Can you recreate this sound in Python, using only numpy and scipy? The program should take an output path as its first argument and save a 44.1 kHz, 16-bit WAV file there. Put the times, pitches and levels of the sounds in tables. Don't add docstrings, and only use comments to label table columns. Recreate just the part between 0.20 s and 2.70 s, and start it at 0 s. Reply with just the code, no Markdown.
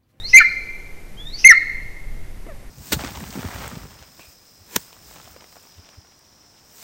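import sys
import numpy as np
from scipy import signal
from scipy.fft import rfft, irfft, next_fast_len
from scipy.io import wavfile
from scipy.ndimage import map_coordinates

SR = 44100
rng = np.random.default_rng(int(sys.argv[2]) if len(sys.argv) > 2 else 0)


def persist_wave(psi):
    counts = np.round(np.clip(psi, -1, 1) * 32767).astype(np.int16)
    wavfile.write(sys.argv[1], SR, np.atleast_2d(counts).T)


N = 110250
T = np.arange(N) / SR


def amp(db):
    return 10 ** (np.asarray(db) / 20)


def along(points, hz):
    f, values = np.transpose(points)
    return np.interp(np.log(hz + 1), np.log(f + 1), values)


def filtered(x, response):
    size = next_fast_len(N + SR // 2)
    return irfft(rfft(x, size) * response(np.fft.rfftfreq(size, 1 / SR)), size)[:N]


def coloured(x, colour):
    return filtered(x, lambda hz: amp(along(colour, hz)))


def noise(colour):
    x = coloured(rng.standard_normal(N), colour)
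    return x / x.std()


def wobble(rate):
    return map_coordinates(rng.standard_normal(N // 8), [T * rate], mode="wrap")


def pitch_and_gain(rows):
    times, hz, db = np.transpose(rows)
    times = np.sort(times)
    return np.interp(T, times, hz), amp(np.interp(T, times, db, left=-120, right=-120))


def voice(hz, harmonics):
    phase = 2 * np.pi * np.cumsum(hz) / SR
    return sum(amp(db) * np.sin(multiple * phase) for multiple, db in harmonics)


# f/Hz, level/dB
HISS_COLOUR = [(59, -12), (100, -7.5), (185, -3.5), (257, -3), (396, -4), (1250, -16), (1630, -16),
               (2090, -10), (2310, -16), (3020, -21.5), (13500, -26.5)]
RUMBLE_COLOUR = [(3, -5.5), (10, -7), (25, -7), (50, -24), (100, -26), (200, -36.5), (500, -79.5)]
# t/s, level/dB
WIND_LEVELS = [(0, -29), (.5, -36.5), (1.1, -31.5), (1.4, -35.5), (1.62, -28.5), (1.76, -35), (1.92, -28.5),
               (2.1, -30.5), (2.5, -33.5)]
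def wind_and_hiss():
    hiss = filtered(noise(HISS_COLOUR), lambda hz: hz < 14000)
    wind_db = np.interp(T, *np.transpose(WIND_LEVELS)) - wobble(4.5)
    return amp(-47.5) * hiss + amp(wind_db) * noise(RUMBLE_COLOUR)


# t/s, f/Hz, level/dB
WHISTLES = [
    [(0, 3660, -34.5), (.03, 3880, -39.5), (.055, 4250, -25.5), (.078, 4580, -37), (.097, 5000, -31.5),
     (.115, 5776, -44), (.135, 5200, -40)],
    [(.962, 3020, -67.5), (.975, 3130, -45), (1.005, 3400, -35.5), (1.045, 3470, -47), (1.07, 3620, -33.5),
     (1.118, 3950, -45.5), (1.147, 4500, -27), (1.175, 4720, -47.5), (1.20, 4950, -35.5),
     (1.225, 5300, -65)],
]
WHISTLE_WAVER = [.018, .007]
# multiple of the pitch, level/dB
WHISTLE_HARMONICS = [(1, -15), (2, 3), (3, -28), (4, -22.5)]
# f/Hz, level/dB
WHISTLE_COLOUR = [(1500, -8.5), (2000, 1), (2400, -6), (3300, -3), (5800, 1), (6600, -4), (7700, 1),
                  (8600, -14), (11000, -29.5)]
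def whistle(rows, waver):
    hz, gain = pitch_and_gain(rows)
    pitch = hz / 2 * (1 + waver * wobble(500))
    tone = voice(pitch, WHISTLE_HARMONICS)
    flutter = amp(1.5 * wobble(170))
    return coloured(gain * flutter * tone, WHISTLE_COLOUR)


# start t/s, end t/s, level/dB
WHEEZES = [(.096, 0.16, -37.5), (1.192, 1.252, -36.5)]
# f/Hz, level/dB
WHEEZE_COLOUR = [(900, -33.5), (1600, -17), (2300, -13.5), (2850, -5), (3400, -14.5), (4300, -10),
                 (5200, 2), (5900, 4.5), (6500, -10.5), (7200, -23.5), (14000, -30.5)]
def wheezes(rise_s=.012, creep_s=.09, fall_s=.011):
    gain = 0
    for start, end, db in WHEEZES:
        time_left = np.maximum(start - T, 0)
        rise = np.exp(-time_left / rise_s) + amp(-19.5) * np.exp(-time_left / creep_s)
        fall = np.exp(-np.maximum(T - end, 0) / fall_s)
        gain = gain + amp(db) * rise * fall
    return gain * noise(WHEEZE_COLOUR)


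# t/s, f/Hz, level/dB
YELPS = [
    [(.130, 2049, -33), (.136, 2023, -8), (.145, 2055, 3), (.157, 2094, 4), (.170, 2101, 3.5),
     (.175, 2324, 3.5), (.189, 2347, 4), (.193, 2300, -14.5), (.203, 1805, -19), (.211, 1820, -13.5),
     (.226, 1737, -9.5), (.233, 1807, -23.5)],
    [(1.242, 2011, -41.5), (1.247, 2110, -3), (1.251, 2054, 10), (1.265, 2122, 5), (1.276, 2139, 13.5),
     (1.281, 2164, -15.5), (1.290, 2258, -4.5), (1.296, 2067, 1.5), (1.305, 1948, 5), (1.319, 1785, 4.5),
     (1.324, 1760, -14.5)],
]
# multiple of the pitch, level/dB
YELP_OVERTONES = [(2, 0), (3, -9.5), (4, -17.5)]
# f/Hz, level/dB
THROAT_COLOUR = [(2600, -13), (3400, -15.5), (3950, -3), (4240, 4), (4480, -8), (4720, -8), (5400, -7),
                 (6350, -3.5), (7000, -18), (8400, -9.5), (9500, -20.5)]
RASP_COLOUR = [(900, -42.5), (1500, -15), (2100, 6), (2600, 2), (3200, -15.5), (4500, -7.5), (5500, -9.5),
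               (6400, -12.5), (8000, -22), (15000, -34)]
# overtone level/dB, rasp level/dB
YELP_MIXES = [(-22.5, -29), (-29, -32)]
def yelp(rows, overtone_db, rasp_db):
    hz, gain = pitch_and_gain(rows)
    pitch = hz * (1 + .004 * wobble(500))
    overtones = coloured(voice(pitch, YELP_OVERTONES), THROAT_COLOUR)
    tone = voice(pitch, [(1, .0096)]) + amp(overtone_db) * overtones
    flutter = amp(.5 * wobble(300))
    return gain * flutter * (tone + amp(rasp_db) * noise(RASP_COLOUR))


# t/s, f/Hz, level/dB
CATCHES = [(.133, 2554, -16.5), (1.2445, 2630, -9.5)]
def voice_catches(width_s=.0015):
    chirps = 0
    for middle, hz, db in CATCHES:
        swell = np.exp(-.5 * ((T - middle) / width_s) ** 2)
        chirps = chirps + amp(db) * swell * np.sin(2 * np.pi * hz * (T - middle))
    return chirps


# start t/s, length/s, starting f/Hz, level/dB
BREAKS = [(0.198, 0.026, 1619, -8.5), (1.319, 0.016, 1487, -9.5)]
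def voice_break(start, length, hz, db, fall_hz_per_s=13000):
    age = np.clip(T - start, 0, length)
    pitch = (hz - fall_hz_per_s * age) * (1 + .012 * wobble(500))
    swell = np.sin(np.pi * age / length)
    return amp(db) * swell * voice(pitch, [(1, .023), (2, -20)])


# delay t/s, level/dB
ECHOES = [(.0105, -15), (.0235, -18.5), (.034, -19.5), (.105, -25)]
# f/Hz, t/s to fade by 60 dB
FOREST_FADE = [(200, .6), (1300, 1.3), (2100, 1.13), (3200, 2), (4200, .8), (6400, 1.8), (12000, 0.38)]
# f/Hz, level/dB
ECHO_COLOUR = [(600, -2.5), (1400, -4), (1780, -2.5), (2100, 3.5), (3200, -0.5), (4220, 8), (5300, 4.5),
               (6400, 8), (8500, 4.5)]
YELP_ECHO_DB = [1, -1.5]
def forest(x, near_fade_s=.89, build_s=.013):
    hz, t, (far_noise, near_noise) = signal.stft(rng.standard_normal((2, 2 * SR)), SR, nperseg=256)
    far_fade_s = along(FOREST_FADE, hz)[:, None]
    far = signal.istft(far_noise * amp(-60 * t / far_fade_s), SR, nperseg=256)[1]
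    near = signal.istft(near_noise * amp(-60 * t / near_fade_s), SR, nperseg=256)[1]
    tail = amp(-24.5) * far / np.linalg.norm(far) + amp(-19.5) * near / np.linalg.norm(near)
    tail *= 1 - np.exp(-np.arange(len(tail)) / SR / build_s)
    for delay, db in ECHOES:
        tail[round(delay * SR)] += amp(db)
    return coloured(signal.fftconvolve(x, tail)[:N], ECHO_COLOUR)


# t/s, f/Hz, level/dB
CLUCK = [(2.28, 690, -53), (2.29, 669, -31), (2.305, 614, -33), (2.322, 545, -35), (2.342, 500, -56)]
# multiple of the pitch, level/dB
CLUCK_HARMONICS = [(1, -5), (2, -16.5), (3, -15), (4, -23.5)]
# f/Hz, level/dB
BEAK_COLOUR = [(100, -15), (350, 6.5), (900, -10.5), (2200, -15.5), (5000, -40.5), (14000, -56)]
def cluck(tick_at_s=2.265, tick_fade_s=.1):
    tick_db = -37.5 - 60 * np.abs(T - tick_at_s) / tick_fade_s
    tick = (T > tick_at_s) * amp(tick_db) * noise(BEAK_COLOUR)
    hz, gain = pitch_and_gain(CLUCK)
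    pitch = hz * (1 + .01 * wobble(500))
    return tick + gain * voice(pitch, CLUCK_HARMONICS)


def scene():
    whistles = sum(whistle(rows, waver) for rows, waver in zip(WHISTLES, WHISTLE_WAVER))
    soft = whistles + wheezes() + voice_catches() + cluck()
    sound = soft + forest(soft) + wind_and_hiss()
    for rows, mix, drop, echo_db in zip(YELPS, YELP_MIXES, BREAKS, YELP_ECHO_DB):
        call = yelp(rows, *mix) + voice_break(*drop)
        sound = sound + call + amp(echo_db) * forest(call)
    return sound[None]


# f/Hz, level/dB
MIC_COLOUR = [(5000, 0), (10000, 0.5), (13000, 2.5), (14500, -5.5), (15700, -13.5)]
def record(dry, input_sr=32000, ceiling=.89, hardness=8, top_hz=15750):
    x = signal.resample(dry[0], round(N * input_sr / SR))
    flattened = x / (1 + np.abs(x / ceiling) ** hardness) ** (1 / hardness)
    restored = signal.resample(flattened, N)
    return filtered(restored, lambda hz: amp(along(MIC_COLOUR, hz)) * (hz < top_hz))[None]


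dry = scene()
out = record(dry)
persist_wave(out)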